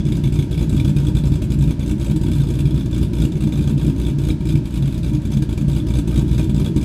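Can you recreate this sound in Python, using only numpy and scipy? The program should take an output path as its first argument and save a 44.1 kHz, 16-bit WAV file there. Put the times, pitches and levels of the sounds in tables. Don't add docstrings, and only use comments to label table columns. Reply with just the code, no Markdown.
import sys
import numpy as np
from scipy import signal
from scipy.fft import rfft, irfft
from scipy.io import wavfile

SR = 44100
rng = np.random.default_rng(int(sys.argv[2]) if len(sys.argv) > 2 else 0)


def dump(signal):
    limited = np.clip(np.atleast_2d(signal).T, -1, 1)
    pcm = np.round(limited * 32767).astype(np.int16)
    wavfile.write(sys.argv[1], SR, pcm)


N = 301644
TIME = np.arange(N) / SR


def from_db(db):
    return 10 ** (np.asarray(db) / 20)


def rms_one(x):
    return x / np.sqrt(np.mean(x ** 2) + 1e-20)


def curve(rows, times):
    time_s, *columns = np.transpose(rows)
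    return [np.interp(times, time_s, column) for column in columns]


def slow_noise(size, cutoff_hz):
    return signal.sosfilt(signal.butter(2, cutoff_hz, fs=SR, output="sos"), rng.standard_normal(size))


def coloured_noise(spectrum):
    hz, db = np.transpose(spectrum)
    bins_hz = np.maximum(np.fft.rfftfreq(N, 1 / SR), 1)
    gain = from_db(np.interp(np.log(bins_hz), np.log(hz), db))
    return rms_one(irfft(rfft(rng.standard_normal(N)) * gain, N))


def clicks(times, db):
    out = np.zeros(N)
    inside = (times >= 0) & (times < TIME[-1])
    np.add.at(out, (times[inside] * SR).astype(int), from_db(db)[inside])
    return out


def swell(t, rise_s, decay_s):
    shape = (1 - np.exp(-t / rise_s)) * np.exp(-t / decay_s)
    return shape / shape.max()


def puffs(times, db, rise_s, decay_s):
    return signal.fftconvolve(clicks(times, db), swell(TIME[:SR // 8], rise_s, decay_s))[:N]


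def resonate(x, hz, width_hz):
    r = np.exp(-np.pi * width_hz / SR)
    feedback = [1, -2 * r * np.cos(2 * np.pi * hz / SR), r * r]
    return signal.lfilter(np.array([1, 0, -1]) * (1 - r * r) / 2, feedback, x + 1e-18)


def blown(envelope, hz, width_hz):
    r = np.exp(-np.pi * width_hz / SR)
    turbulence = envelope * rng.standard_normal((2, N)) + 1e-18
    in_phase, quadrature = signal.lfilter([np.sqrt(1 - r * r)], [1, -r], turbulence)
    phase = 2 * np.pi * np.cumsum(hz) / SR
    return in_phase * np.cos(phase) + quadrature * np.sin(phase)


# frequency_hz, relative_density_db
WHIR_SPECTRUM = [(20, 27.5), (100, 23.5), (330, 21.5), (450, 8), (600, 16), (760, 1.5), (935, 10.5),
                 (1100, -2), (1650, 2), (1950, -4.5), (2400, -2.5), (4000, -5), (9000, -15), (15000, -34)]

def engine_whir(level_db):
    return from_db(level_db) * coloured_noise(WHIR_SPECTRUM)


def outdoor_scatter(x, tail_db, decay_s):
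    t = TIME[:SR // 5]
    tail = rng.standard_normal(len(t)) * swell(t, 0.0022, decay_s)
    response = signal.unit_impulse(len(t)) + from_db(tail_db) * tail / np.linalg.norm(tail)
    return signal.fftconvolve(x, response / np.linalg.norm(response))[:N]


# frequency_hz, relative_density_db
JET_SPECTRUM = [(300, 22.5), (700, -8), (1100, 2), (1700, 4.5), (1950, -85), (2200, 7), (4000, 4),
                (5800, -8), (8500, -2.5), (11000, 0), (13500, -7.5), (15500, -11)]

def gas_jet(times, gas_db, lead_s, level_db, sputter_db):
    eddies = from_db(sputter_db * rms_one(slow_noise(N, cutoff_hz=71)))
    flow = puffs(times - lead_s, gas_db, rise_s=0.0018, decay_s=0.015)
    return from_db(level_db) * flow * eddies * coloured_noise(JET_SPECTRUM)


# start_s, relative_level_db, pitch_hz
TIP_SPITS = [(.122, -35, 3480), (.39, -36, 3400), (.425, -38, 2280), (.529, -34, 3440), (.799, -29.5, 2350),
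             (.798, -40, 3870), (.881, -44, 3560), (1.069, -35, 3450), (1.170, -33, 3490),
             (1.813, -36.5, 3500), (1.899, -40, 2743), (2.809, -36.5, 3500), (3.253, -38, 2797),
             (3.523, -40, 2286), (3.593, -37, 2424), (3.676, -36, 3390), (4.050, -35, 3510),
             (4.068, -35.5, 3400), (4.303, -32.5, 2350), (4.302, -31.5, 3783), (5.331, -38, 3375),
             (5.372, -37, 3440), (5.801, -36, 3460), (5.939, -38, 3470), (6.398, -43, 2356),
             (6.579, -37, 3590), (6.662, -29, 3393)]

def tip_spits(level_db, rise_s, decay_s, roughness_rad):
    out, t = np.zeros(N), TIME[:SR // 20]
    envelope = swell(t, rise_s, decay_s)
    for start_s, db, hz in TIP_SPITS:
        waver = roughness_rad * rms_one(slow_noise(len(t), cutoff_hz=260))
        ring = np.sin(2 * np.pi * hz * t + waver)
        start = int(start_s * SR)
        out[start:start + len(t)] += from_db(db + level_db) * envelope * ring
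    return out


# pitch_hz, bandwidth_hz, relative_level_db
CAVITY_MODES = [(482, 25, -5.5), (574.7, 47, -7.5), (752, 47, -17.5), (929, 35, -10), (1237, 104, -16.5),
                (1526, 64, -17), (2332, 91, -11.5), (2670, 190, -16.5), (3440, 77, -9.5), (3717, 180, -12),
                (4950, 240, -14.5), (6400, 310, -15), (7790, 1060, -11.5)]
# time_s, big_cans_db, small_cavities_db
RASP_SWING = [(0, -3, .5), (1, 2, .5), (1.7, -1, 0.5), (2.4, 0.5, -1), (3, -1.5, -0.5), (3.8, 2.5, -0.5),
              (4.7, -5, -.5), (5.4, -1.5, -1), (6.2, 2.5, 0.5), (6.8, -0.5, 1)]

def tip_rasp(times, gas_db, lead_s, level_db, spread_db, detune, crack_db):
    out, onsets = np.zeros(N), times - lead_s
    latest_firing = np.searchsorted(onsets, TIME).clip(1) - 1
    cans_db, cavities_db = curve(RASP_SWING, times)
    for hz, width_hz, db in CAVITY_MODES:
        fickleness = min(hz / 2000, 1)
        strength, pitch = fickleness * rng.standard_normal((2, len(times)))
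        swing_db = cans_db if fickleness < 1 else cavities_db
        strength_db = gas_db + spread_db * np.minimum(strength, 1) + swing_db
        gusts = puffs(onsets, strength_db, rise_s=0.0006, decay_s=0.0095)
        cracks = puffs(onsets, strength_db + crack_db, rise_s=0.0005, decay_s=0.0016)
        pitch_hz = hz * (1 + detune * pitch[latest_firing])
        out += from_db(db) * blown(gusts + fickleness * cracks, pitch_hz, width_hz)
    return from_db(level_db) * out


# centre_s, length_s, relative_peak_db, pitch_hz, total_glide_hz
PIPE_HOOTS = [(0.263, 0.12, -10.5, 139, 4), (0.37, .08, -22, 306, 15), (0.402, 0.097, -9.5, 142, -2),
              (0.628, 0.063, -10, 62.1, 0), (0.7, 0.18, -14.5, 151.5, -12), (0.772, 0.065, -10.5, 135, -13),
              (0.807, 0.086, -21, 295, 19), (0.849, 0.038, -12, 138.6, 25), (0.89, 0.091, -13, 198, 9),
              (0.925, 0.14, -13.5, 151, -17), (0.986, 0.21, -11.5, 139.2, -4),
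              (1.05, 0.099, -12, 138.7, -10), (1.096, 0.15, -19.5, 301.5, 24), (1.166, 0.089, -12, 139, 3),
              (1.263, 0.062, -10, 146, 15), (1.268, .08, -11, 60, 0), (1.312, 0.049, -9, 152.3, 0),
              (1.581, .09, -14, 59, 0), (1.699, .08, -15, 59, 0), (1.601, 0.12, -20, 208, 5),
              (1.608, 0.15, -8.5, 140, -7), (1.673, 0.066, -11.5, 138, 0), (1.921, 0.14, -17.5, 303, 23),
              (2.114, 0.088, -15, 209, 0), (2.157, .08, -15.5, 310, -15), (2.16, 0.084, -13, 153.6, 2),
              (2.275, 0.15, -21.5, 300, 15), (2.389, 0.18, -10, 140.5, -4), (2.66, 0.14, -10, 138, 6),
              (2.688, 0.23, -24.5, 305, 3), (2.756, 0.091, -10.5, 148.7, 24),
              (2.979, 0.16, -23.5, 303, -12), (3.019, .12, -16.5, 140, -30), (3.02, .11, -12, 59, 0),
              (3.226, .13, -10.5, 59, 0), (3.244, 0.093, -20, 309, 15), (3.259, .07, -11.5, 141, 0),
              (3.364, .08, -14.5, 155, 20), (3.455, 0.081, -11, 148, -10), (3.47, 0.094, -14, 212, -12),
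              (3.474, 0.062, -16.5, 300, 0), (3.565, 0.1, -14.5, 141.3, -35), (3.619, 0.12, -23, 288, 17),
              (3.68, 0.047, -8.5, 136, 15), (3.724, 0.063, -14, 209, 0), (3.763, .1, -9.5, 143, 13),
              (3.856, .14, -12, 143.7, 2), (3.879, 0.12, -16.5, 215.4, 0), (3.88, 0.18, -21, 307, 33),
              (4.008, 0.074, -11.5, 59, 0), (4.066, .08, -12, 59, 0), (4.151, .12, -11.5, 141.4, 11),
              (4.318, 0.13, -18, 312, -12), (4.549, 0.063, -19, 305, 15), (4.562, 0.1, -9, 145, -28),
              (4.849, 0.18, -10, 138.2, 1), (5.139, 0.18, -18.5, 303.5, -11), (5.158, 0.12, -13.5, 141, 3),
              (5.373, 0.11, -14, 209, -15), (5.376, .18, -11, 140, -24), (5.413, 0.091, -19, 310, 12),
              (5.617, 0.079, -20.5, 285, 3), (5.622, 0.068, -12.5, 143.7, -15), (5.622, 0.15, -18, 208, 15),
              (5.675, 0.076, -9, 139.2, -10), (5.725, .06, -10.5, 139.7, -5), (5.812, 0.13, -24, 304, 0),
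              (5.967, 0.074, -14, 139.5, 17), (5.971, 0.16, -11, 58.7, 0), (6.003, 0.096, -17, 290, -37),
              (6.179, 0.081, -11, 58.8, 0), (6.186, .09, -19, 322, 0), (6.192, 0.067, -15, 144.8, 0),
              (6.193, 0.1, -18, 212, -10), (6.229, 0.042, -11.5, 133, 32), (6.245, 0.044, -18, 313, -20),
              (6.32, 0.078, -9, 59, 4), (6.322, 0.065, -13, 133, 3), (6.4, 0.086, -12, 59, 0),
              (6.39, .06, -12.5, 141, 0), (6.447, .08, -17.5, 317, -12), (6.545, 0.084, -14, 140, 0),
              (6.599, .13, -17, 133, -25), (6.757, 0.067, -13, 146, -30), (6.769, 0.11, -16.5, 207, 0),
              (6.77, 0.11, -17, 303, 13)]

def add_hoots(pipes, level_db):
    out = pipes.copy()
    for centre_s, length_s, db, hz, glide_hz in PIPE_HOOTS:
        span = slice(*np.searchsorted(TIME, [centre_s - length_s / 2, centre_s + length_s / 2]))
        along = (TIME[span] - centre_s) / length_s
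        phase = 2 * np.pi * np.cumsum(hz + glide_hz * along) / SR
        tone = np.cos(np.pi * along) ** 2 * np.exp(1j * phase)
        ringing = 2 * np.vdot(tone, out[span]) / np.vdot(tone, tone)
        surge = max(from_db(db + level_db) - abs(ringing), 0)
        out[span] += surge * np.real(np.exp(1j * np.angle(ringing)) * tone)
    return out


CYLINDERS = 8
# time_s, speed_rpm
IDLE_SPEED = [(0, 884.1), (.7, 887.9), (2.15, 888.7), (2.5, 880.9), (3.9, 884.1), (4.65, 893.4),
              (5.05, 876.1), (6.1, 875.9), (6.5, 905), (6.84, 892.8)]

def firing_times(start_phase):
    rpm, = curve(IDLE_SPEED, TIME)
    fired = start_phase + np.cumsum(CYLINDERS / 2 * rpm / 60) / SR
    return TIME[1:][np.diff(np.floor(fired)) > 0]


# catch_s, preceding_lean_count
LEAN_RUNS = [(.053, 2), (.121, 1), (.238, 2), (.323, 2), (.39, 1), (.424, 1), (.512, 4), (.578, 1),
             (.693, 3), (.847, 2), (.964, 3), (1.152, 3), (1.237, 2), (1.319, 2), (1.421, 3), (1.504, 3),
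             (1.591, 2), (1.796, 4), (1.978, 3), (2.162, 2), (2.213, 2), (2.657, 2), (2.858, 1), (2.912, 2),
             (3.134, 4), (3.319, 3), (3.408, 1), (3.523, 2), (3.676, 1), (3.778, 3), (3.965, 3), (4.186, 4),
             (4.405, 4), (4.64, 3), (4.824, 2), (5.032, 2), (5.218, 2), (5.304, 1), (5.37, 1), (5.423, 2),
             (5.492, 3), (5.579, 2), (5.68, 3), (5.869, 3), (5.938, 1), (6.074, 4), (6.28, 3), (6.494, 2),
             (6.546, 2), (6.762, 4)]

def lean_firings(times):
    lean = np.zeros(len(times), bool)
    for catch_s, count in LEAN_RUNS:
        catch = abs(times - catch_s).argmin()
        lean[catch - count:catch] = True
    return lean


# time_s, gain_db
IDLE_LOAD = [(0, -2.5), (.8, 5.5), (1.7, -1.5), (2.5, 1), (3.6, 3.5), (4.8, -3), (5.6, -2.5), (6.3, 4.5),
             (6.84, 3)]
# start_s, relative_thump_db, relative_gas_db
BARK_FIRINGS = [(0.003, -7.5, -38.5), (0.053, -8.5, -40.5), (0.087, -11.5, -37.5), (0.121, -8.5, -33.5),
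                (0.238, -9, -34), (0.273, -10, -40.5), (0.324, -6.5, -37.5), (0.357, -9, -35),
                (0.39, -6.5, -32), (0.425, -19, -39.5), (0.512, -10, -35.5), (0.528, -10.5, -39.5),
                (0.577, -11, -34), (0.611, -8, -34.5), (0.628, -9, -35.5), (0.695, -9.5, -35.5),
                (0.729, -6.5, -36), (0.799, -9, -33.5), (0.848, -7, -32), (0.879, -6.5, -33.5),
                (0.965, -7.5, -33.5), (0.985, -11, -36), (1.001, -12.5, -41), (1.069, -19, -37.5),
                (1.085, -6.5, -36.5), (1.151, -3.5, -35), (1.169, -6.5, -35), (1.238, -9.5, -35.5),
                (1.255, -16, -36), (1.272, -6, -39), (1.32, -4.5, -37.5), (1.338, -31, -39),
                (1.421, -11.5, -34), (1.504, -9.5, -36), (1.52, -11, -33.5), (1.538, -11.5, -44),
                (1.589, -9, -39.5), (1.609, -11.5, -36.5), (1.676, -8.5, -36), (1.708, -10, -35.5),
                (1.795, -11, -36), (1.895, -17, -35.5), (1.912, -7, -35), (1.981, -23, -44.5),
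                (2.046, -19, -34.5), (2.112, -11, -35.5), (2.162, -9, -33), (2.214, -6.5, -37),
                (2.235, -13, -36.5), (2.284, -8, -39.5), (2.317, -9.5, -34.5), (2.352, -12, -41),
                (2.384, -10.5, -39.5), (2.436, -10.5, -37), (2.504, -10.5, -37), (2.59, -11, -34.5),
                (2.656, -6, -37), (2.744, -6, -38.5), (2.76, -9, -35.5), (2.81, -10.5, -40.5),
                (2.86, -9.5, -38), (2.912, -16, -39), (3.014, -5.5, -40), (3.029, -8.5, -33.5),
                (3.134, -9, -36), (3.202, -6, -35.5), (3.22, -12, -33), (3.238, -8.5, -38),
                (3.252, -9, -34), (3.32, -20, -36), (3.407, -11, -35.5), (3.472, -8, -37),
                (3.523, -14, -32.5), (3.59, -3.5, -44), (3.675, -7, -33.5), (3.779, -8, -37.5),
                (3.813, -15, -36.5), (3.848, -6.5, -39), (3.88, -5.5, -38.5), (3.899, -12.5, -40),
                (4.034, -12, -42), (4.05, -21, -44), (4.066, -7.5, -34.5), (4.186, -10.5, -37),
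                (4.287, -7, -33), (4.306, -6, -37), (4.407, -9.5, -39.0), (4.49, -10, -32),
                (4.542, -3.5, -59), (4.555, -6.5, -35), (4.708, -18, -43), (4.757, -14.5, -38),
                (4.825, -11, -35), (4.979, -10.5, -36.5), (5.032, -11.5, -35), (5.134, -17, -37.5),
                (5.253, -10.5, -37), (5.32, -23, -34), (5.371, -8, -36), (5.423, -9, -31.5),
                (5.492, -8.5, -37), (5.577, -9.5, -33.5), (5.682, -7, -37), (5.715, -14, -39),
                (5.732, -12, -39), (5.765, -10, -36), (5.801, -14, -49), (5.869, -9, -38),
                (5.905, -8.5, -38.5), (5.938, -13.5, -35), (5.954, -19, -34), (5.987, -8, -33),
                (6.076, -8.5, -35.5), (6.093, -10, -43), (6.16, -7, -33.5), (6.177, -5, -31.5),
                (6.194, -11, -37), (6.23, -3, -59), (6.314, -8.5, -38.5), (6.38, -8, -32.5),
                (6.395, -8, -32.5), (6.412, -9, -43), (6.444, -14, -43), (6.495, -6.5, -36.5),
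                (6.546, -5.5, -35.5), (6.579, -7, -41), (6.597, -8.5, -32.5), (6.614, -9, -37),
                (6.646, -10, -36.5), (6.66, -39, -33), (6.763, -6, -33.5)]

def combustion(jitter_s, thump_spread_db, gas_spread_db, bark_rebound):
    times = firing_times(start_phase=0.9)
    lateness, push, spit = rng.standard_normal((len(times), 3)).T
    bark_s, bark_thump_db, bark_gas_db = np.transpose(BARK_FIRINGS)
    barks = abs(times - bark_s[:, None]).argmin(axis=1)
    lean = lean_firings(times)
    swing = lean.astype(float)
    swing[barks] = -bark_rebound
    swing = np.pad(swing, CYLINDERS)
    rebound = swing[:-2 * CYLINDERS] + swing[2 * CYLINDERS:]
    times = times + jitter_s * lateness
    thump_db = np.where(lean, -12.5, -10.5 + 0.06 * rebound) + thump_spread_db * push
    gas_db = np.where(lean, -61, -41.5 + 6 * rebound) + gas_spread_db * (push + spit) / 2
    load_db, = curve(IDLE_LOAD, times)
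    thump_db = np.minimum(thump_db + load_db, -10.5)
    gas_db = np.minimum(gas_db + load_db, -38)
    times[barks], thump_db[barks], gas_db[barks] = bark_s, bark_thump_db, bark_gas_db
    return times, thump_db, gas_db


def pipe_clock(waver, rate_hz):
    heat = slow_noise(N, rate_hz)
    return np.cumsum(1 + waver * rms_one(heat - heat.mean())) / SR


# pitch_hz, bandwidth_hz, gain_over_direct_db
PIPE_MODES = [(54, 21.5, 8.5), (86.4, 15, 8.5), (113.6, 28, -8), (137, 27, 8.5), (150.8, 20.5, 4),
              (183, 5.1, -5), (208.1, 6.3, 10), (272.8, 12.5, 5), (309.6, 13, 9), (344, 35, -2),
              (354.6, 46, 2.5)]

def exhaust_pipes(drive, muffler_hz, radiation_hz, valve_hz, skew_rad):
    size = SR // 2
    centre = size // 10
    hz = np.fft.rfftfreq(size, 1 / SR)
    radiation = hz ** 2 / np.sqrt(hz ** 4 + radiation_hz ** 4)
    rounding = 1 / np.sqrt((1 + (hz / valve_hz) ** 2) * (1 + (hz / muffler_hz) ** 14))
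    pulse = -np.roll(irfft(radiation * rounding * np.exp(-1j * skew_rad), size), centre)
    modes = sum(from_db(db) * resonate(pulse, mode_hz, width_hz) for mode_hz, width_hz, db in PIPE_MODES)
    response = pulse + modes
    clock = pipe_clock(waver=0.019, rate_hz=6.8)
    warped_drive = np.interp(TIME, clock, drive)
    rung = signal.fftconvolve(warped_drive, response / abs(response).max())[centre:centre + N]
    return np.interp(clock, TIME, rung)


def exhaust_rumble(times, thump_db, gas_db, level_db, churn_db, boom_db, crossover_hz, bass_db):
    churn = puffs(times, thump_db, rise_s=0.0026, decay_s=0.018) * rng.standard_normal(N)
    knock = clicks(times, thump_db) + from_db(churn_db) * churn
    charge_db = np.clip(gas_db - np.median(gas_db), -16, 1)
    boom = clicks(times, thump_db + boom_db + bass_db + charge_db)
    low_pass = signal.butter(2, crossover_hz, fs=SR, output="sos")
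    drive = knock + signal.sosfiltfilt(low_pass, boom - knock, padtype=None)
    pipes = exhaust_pipes(drive, muffler_hz=327.3, radiation_hz=54.0, valve_hz=121, skew_rad=0.76)
    return from_db(level_db) * pipes


# time_s, gain_db
BASS_SWING = [(0, 1), (.9, 0.5), (1.6, 4), (2.5, .5), (3.2, 0), (3.7, -1.5), (4.1, -0.5), (4.8, 2.5),
              (5.5, 2.5), (6.1, 2.5), (6.8, 0.5)]

def scene():
    times, thump_db, gas_db = combustion(jitter_s=0.001402, thump_spread_db=3.5, gas_spread_db=6.5,
                                         bark_rebound=0.82)
    bass_db, = curve(BASS_SWING, times)
    rumble = exhaust_rumble(times, thump_db, gas_db, level_db=-1.0, churn_db=-30.5, boom_db=2.5,
                            crossover_hz=88, bass_db=bass_db)
    jet = gas_jet(times, gas_db, lead_s=0.0034, level_db=-2.5, sputter_db=2.5)
    rasp = tip_rasp(times, gas_db, lead_s=0.00092, level_db=-1.0, spread_db=4.5, detune=0.022,
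                    crack_db=-7.5)
    ticks = tip_spits(level_db=4.5, rise_s=0.0019, decay_s=0.0023, roughness_rad=0.22)
    hiss = outdoor_scatter(jet + rasp + ticks, tail_db=-6.5, decay_s=0.026)
    return (engine_whir(level_db=-36) + hiss + add_hoots(rumble, level_db=-2.0))[None]


def record(dry):
    return signal.sosfilt(signal.ellip(12, .1, 80, 15500, fs=SR, output="sos"), dry)


dry = scene()
out = record(dry)
dump(out)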